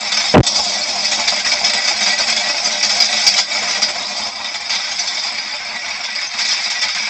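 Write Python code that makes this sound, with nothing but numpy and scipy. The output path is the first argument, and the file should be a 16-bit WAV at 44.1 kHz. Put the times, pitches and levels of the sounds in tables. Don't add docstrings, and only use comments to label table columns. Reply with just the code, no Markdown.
import sys
import numpy as np
from scipy import signal
from scipy.io import wavfile
from scipy.ndimage import map_coordinates

SR = 44100
rng = np.random.default_rng(int(sys.argv[2]) if len(sys.argv) > 2 else 0)


def to_wav(s):
    ch = np.atleast_2d(s).T
    pcm = np.round(np.clip(ch, -1, 1) * 32767)
    wavfile.write(sys.argv[1], SR, pcm.astype(np.int16))


N = 312669
TIME = np.arange(N) / SR
SPLIT_HZ = 1300, 2800


def gain_of(db):
    return 10 ** (np.asarray(db) / 20)


def evened(x):
    return x / np.sqrt(np.mean(x ** 2) + 1e-20)


def curve(rows, t, axis=1):
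    rows = np.array(rows)
    return np.interp(t, rows[:, 0], rows[:, axis])


def read(rows, hz, axis=1):
    rows = np.array(rows)
    return np.interp(np.log(hz + 1), np.log(rows[:, 0]), rows[:, axis])


def add(mix, s, sound):
    part = mix[max(round(s * SR), 0):][:len(sound)]
    part += sound[:len(part)]


def through(x, response):
    return signal.oaconvolve(x, response)[:len(x)]


def smooth_noise(place):
    knots = rng.standard_normal(4096)
    return map_coordinates(knots, [place], order=3, mode="wrap")


def impacts(rate, spread_db):
    size = gain_of(spread_db * np.minimum(rng.exponential(1, N), 4))
    sign = rng.choice([-1., 1.], N)
    return size * sign * (rng.random(N) < rate / SR)


def bubble(hz, cycles, rise):
    age = np.arange(int(5 * cycles / hz * SR)) * hz / cycles / SR
    phase = 2 * np.pi * cycles * age * (1 + rise * age / 2)
    return np.exp(-age) * np.sin(phase)


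def bubbles(low_hz, high_hz, rate, cycles, rise, spread_db, count=24):
    births = impacts(rate, spread_db)
    kind = rng.integers(0, count, N)
    pitches = np.geomspace(low_hz, high_hz, count)
    step = np.log(high_hz / low_hz) / count
    detune = np.exp(rng.uniform(-0.29, 0.4, N) * step)
    out = np.zeros(N)
    for i in np.flatnonzero(births):
        hz = pitches[kind[i]] * detune[i]
        add(out, i / SR, births[i] * hz * bubble(hz, cycles, rise))
    return evened(out)


# [f/Hz, T60/s]
ECHO_T60 = [(200, 0.09), (800, 0.075), (2200, 0.05), (5000, 0.18), (8000, 0.062)]


def walls(x, wet_db, count=10):
    t = np.arange(SR // 4) / SR
    taps = rng.standard_normal((count, len(t))) * (t > .002)
    hz, at, z = signal.stft(taps, SR, nperseg=256)
    decay = gain_of(-60 * at / read(ECHO_T60, hz)[:, None])
    tails = signal.istft(z * decay, SR)[1]
    turn = TIME * 30 + rng.random()
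    echo = np.zeros(N)
    for k, tail in enumerate(tails):
        window = np.sin(np.pi / 2 * np.minimum((turn - k) % count, 2))
        echo += through(x * window, tail / np.linalg.norm(tail))
    wet = gain_of(wet_db)
    return (x + wet * echo) / np.hypot(1, wet)


# [t/s, 0 at the opening to 1 drawn back]
RETREAT = [(0, 0.59), (.7, 0.12), (1.4, 0.2), (3.4, 0.0086), (4.6, 0.85), (7.09, 0.93)]


def retreat():
    return np.clip(curve(RETREAT, TIME), 0, 1)


# [f/Hz, level/dB at the opening, level/dB drawn back]
COLOUR = [(30, -32, -35), (65, -24, -27), (130, -25, -28), (260, -16, -21), (430, -20, -25),
          (560, -13, -21), (860, -4, -5), (1050, -12, -11), (1750, -14, -13), (2250, -6, -3),
          (2900, -12, -13), (3600, -6.5, -5), (4050, -8, -9), (5050, -.5, .5), (6500, -9, -13.5),
          (7900, -12, -17)]
# [f/Hz, width/Hz, lift/dB at the opening, lift/dB drawn back]
TANK = [(208, 42, 11.5, 9), (600, 55, 9, 7), (708, 40, 6, 5), (795, 45, 4, 1), (1235, 50, 5, 2),
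        (1550, 80, 4, 2), (1955, 50, 11, 6), (2160, 55, 4, 3), (2288, 45, 10, 6), (2550, 70, 6, 1),
        (3355, 70, 7, 0), (3560, 50, 4, 7), (3735, 60, 6, 4), (4310, 60, 3, 3), (4818, 70, 6, 2),
        (4967, 55, 3, 4), (5195, 55, 5, 2), (5438, 60, 3, 4), (5565, 45, 4, 0)]


def tank(x, low_hz, high_hz):
    hz = np.fft.rfftfreq(8192, 1 / SR) + 1
    band_db = -10 * np.log10((1 + (low_hz / hz) ** 12) * (1 + (hz / high_hz) ** 12))
    back = retreat()
    out = np.zeros(N)
    for place, share in enumerate([1 - back, back]):
        db = read(COLOUR, hz, axis=1 + place) + band_db
        for row in TANK:
            db += row[2 + place] / (1 + (2 * (hz - row[0]) / row[1]) ** 2)
        log_gain = np.log(gain_of(np.maximum(db, -90)))
        mirrored = np.r_[log_gain, log_gain[-2:0:-1]]
        ring = np.fft.ifft(np.exp(np.conj(signal.hilbert(mirrored)))).real
        out += share * evened(through(x, ring[:len(hz)]))
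    return out * np.std(x)


# [t/s, level/dB re stream before each band's follow factor, length/s]
SPLASHES = [(0.119, 14.5, 0.0074), (.169, 9, .008), (0.198, 4, .02), (0.239, 3, .05), (.466, 16.5, 0.0044),
            (0.544, 3, 0.009), (1.114, 7.5, 0.025), (1.276, 11, 0.011), (1.446, 7.5, 0.0087),
            (1.516, 8.5, 0.016), (1.641, 4.5, 0.026), (1.734, 7.5, .012), (1.875, 9, 0.02),
            (2.008, 6, 0.022), (2.059, 6.5, .035), (2.181, 1.5, 0.013), (2.269, 1, 0.038),
            (2.364, 8, 0.0079), (2.83, 2, 0.013), (2.894, 7.5, 0.013), (3.002, 5.5, 0.025),
            (3.266, 12, 0.011), (3.364, 8.5, .006), (3.378, 12, 0.0098), (3.748, 3.5, 0.015),
            (3.819, 13, 0.015), (3.883, 4, 0.0087), (4.444, 6.5, 0.0072), (4.541, 11, 0.015),
            (4.695, 10, 0.067), (6.035, 6.5, 0.015), (6.386, 8.5, 0.032), (6.449, 6.5, .012),
            (6.484, 3.5, 0.043), (6.7, 8.5, 0.014), (6.818, 11, 0.017), (6.884, 4.5, 0.007),
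            (6.947, 6, 0.0085)]


def lulls(length_s):
    thin = np.zeros(N)
    ramp = np.linspace(0, 1, round(length_s * SR))
    for row in SPLASHES:
        add(thin, row[0] - length_s, ramp)
    return np.minimum(thin, 1)


MEAN_GAP_S, SMALL_DB, SMALL_SPREAD_DB, MEAN_LENGTH_S = .055, -1.5, 3.5, 0.0027


def lumps(count=200):
    gap, size, length = 2 * rng.random((count, 3)).T
    times = np.cumsum(gap * MEAN_GAP_S)
    levels_db = SMALL_DB + SMALL_SPREAD_DB * (size - 1)
    return list(SPLASHES) + list(zip(times, levels_db, MEAN_LENGTH_S * length))


LAND_S, SPRAY_DECAY_S, CRACK_DECAY_S = .003, 0.012, 0.0028


def slaps(landings, follow, crack):
    power = np.zeros(N)
    t = np.arange(SR // 3) / SR
    for s, db, length in landings:
        spray = np.minimum(t / LAND_S, 1) * np.exp(-np.maximum(t - length, 0) / SPRAY_DECAY_S)
        snap = crack * np.exp(-t / CRACK_DECAY_S)
        add(power, s, (gain_of(follow * db) * (spray + snap)) ** 2)
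    return np.sqrt(power)


LULL_S, LULL_DB = 0.026, -3
# [t/s, length/s, level/dB]
BREAKS = [(1.401, 0.059, -5.5), (1.919, 0.044, -3.5), (3.405, .11, -7.5), (4.312, 0.074, -3.5),
          (6.266, 0.05, -7)]


def jet_db():
    db = LULL_DB * lulls(LULL_S)
    for s, length, depth_db in BREAKS:
        add(db, s, depth_db * signal.windows.tukey(round(length * SR)))
    return db


# [t/s, spatter level/dB, burble level/dB]
FLOW = [(0.0, -21, -27), (0.22, -19, -23.5), (0.47, -19.5, -34), (0.63, -18, -30.5), (1.3, -19.5, -24.5),
        (2.07, -19.5, -23.5), (2.78, -19, -25), (3.18, -15.5, -23.5), (3.41, -18, -23.5),
        (3.79, -21.5, -25.5), (4.23, -24, -32.5), (4.58, -27.5, -30.5), (4.88, -21, -27.5),
        (5.13, -22, -29.5), (5.71, -28, -28.5), (6.16, -25.5, -27), (6.54, -20.5, -26.5),
        (7.09, -24, -24.5)]


def flow_gain(axis):
    return gain_of(curve(FLOW, TIME, axis) + jet_db())


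# [t/s, nominal judder f/Hz, push level/dB before overload]
BUMP = [(.34, 543, -4), (.344, 499, -5.5), (.356, 465, -2), (.366, 221, 2), (.38, 150, 16.5),
        (.395, 108.5, 8.5), (.413, 113, 19.5)]


def bump():
    t = np.arange(BUMP[0][0], BUMP[-1][0], 1 / SR)
    judder_hz = curve(BUMP, t) * np.exp(0.25 * smooth_noise(t * 300))
    turns = np.cumsum(judder_hz) / SR
    push = np.sin(2 * np.pi * turns) + .8 * smooth_noise(3.5 * turns) + .45 * smooth_noise(10 * turns)
    jammed = np.tanh(push * gain_of(curve(BUMP, t, axis=2)))
    held = np.pad(jammed, (0, SR // 20), mode="edge")
    bass_cut = signal.butter(1, 110, "high", fs=SR, output="sos")
    edges = signal.sosfilt(bass_cut, signal.sosfilt(bass_cut, held))
    out = np.zeros(N)
    add(out, t[0], edges)
    return out


# [t/s, starting f/Hz, level/dB]
PLINKS = [(.285, 5240, -8.5), (1.465, 1940, -11), (2.646, 6100, -6), (2.828, 5740, -5), (4.993, 5930, -9),
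          (6.27, 6170, -16)]


def plinks():
    out = np.zeros(N)
    for s, hz, db in PLINKS:
        add(out, s, gain_of(db) * bubble(hz, cycles=12, rise=0.003))
    return walls(out, wet_db=3)


GURGLE_DB, GURGLE_RETREAT_DB = -30, -8.5


def gurgle(churn, landings):
    push = evened(impacts(rate=2000, spread_db=3))
    pockets = bubbles(170, 1300, rate=150, cycles=5.6, rise=0.03, spread_db=-2.6)
    throb = gain_of(1.16 * churn + 0.88 * smooth_noise(TIME * 28))
    stream = evened((push + gain_of(-20) * pockets) * throb)
    thump_noise = gain_of(-3.5) * evened(impacts(rate=5000, spread_db=1.5))
    thumps = thump_noise * slaps(landings, follow=0.5, crack=0.4)
    flow = gain_of(GURGLE_DB + GURGLE_RETREAT_DB * retreat() ** 3 + jet_db())
    return tank(walls(flow * (stream + thumps), wet_db=-0.5), 40, SPLIT_HZ[0])


def burble(churn, landings):
    drops = evened(impacts(rate=2300, spread_db=1.5))
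    blips = bubbles(1297, 2756, rate=300, cycles=14.5, rise=0.027, spread_db=-2.0)
    stream = evened((drops + gain_of(-11.5) * blips) * gain_of(0.99 * churn))
    plunge_noise = gain_of(1.5) * evened(impacts(rate=7000, spread_db=3.5))
    plunge = plunge_noise * slaps(landings, follow=0.46, crack=1.3)
    wet = walls(flow_gain(axis=2) * (stream + plunge), wet_db=-2.5)
    return gain_of(-2.5) * tank(wet, *SPLIT_HZ)


def spatter(churn, landings):
    drops = evened(impacts(rate=4500, spread_db=2.5))
    fizz = bubbles(3041, 7724, rate=600, cycles=16.8, rise=0.015, spread_db=3.0)
    stream = evened((drops + gain_of(-4) * fizz) * gain_of(0.62 * churn))
    spray_noise = evened(evened(impacts(rate=12000, spread_db=3.0)) + gain_of(-9.5) * fizz)
    spray = spray_noise * slaps(landings, follow=0.76, crack=1.36)
    wet = walls(flow_gain(axis=1) * (stream + spray), wet_db=-2.0)
    return gain_of(-3.0) * tank(wet, SPLIT_HZ[1], SR / 2)


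# [t/s, water level/dB]
COVER = [(.3, 0), (.335, 0), (.37, -23), (.415, -31), (.429, -38), (.433, 1.5)]


def scene():
    churn = smooth_noise(TIME * 32) + 1.63 * smooth_noise(TIME * 130)
    landings = lumps()
    water = plinks() + gurgle(churn, landings) + burble(churn, landings) + spatter(churn, landings)
    return (bump() + water * gain_of(curve(COVER, TIME)))[None]


EDGE_HZ = 8230


def record(dry):
    low_pass = signal.firwin(401, EDGE_HZ, window=("kaiser", 8), fs=SR)
    return signal.oaconvolve(np.clip(dry, -1, 1), low_pass[None], "same")


dry = scene()
out = record(dry)
to_wav(out)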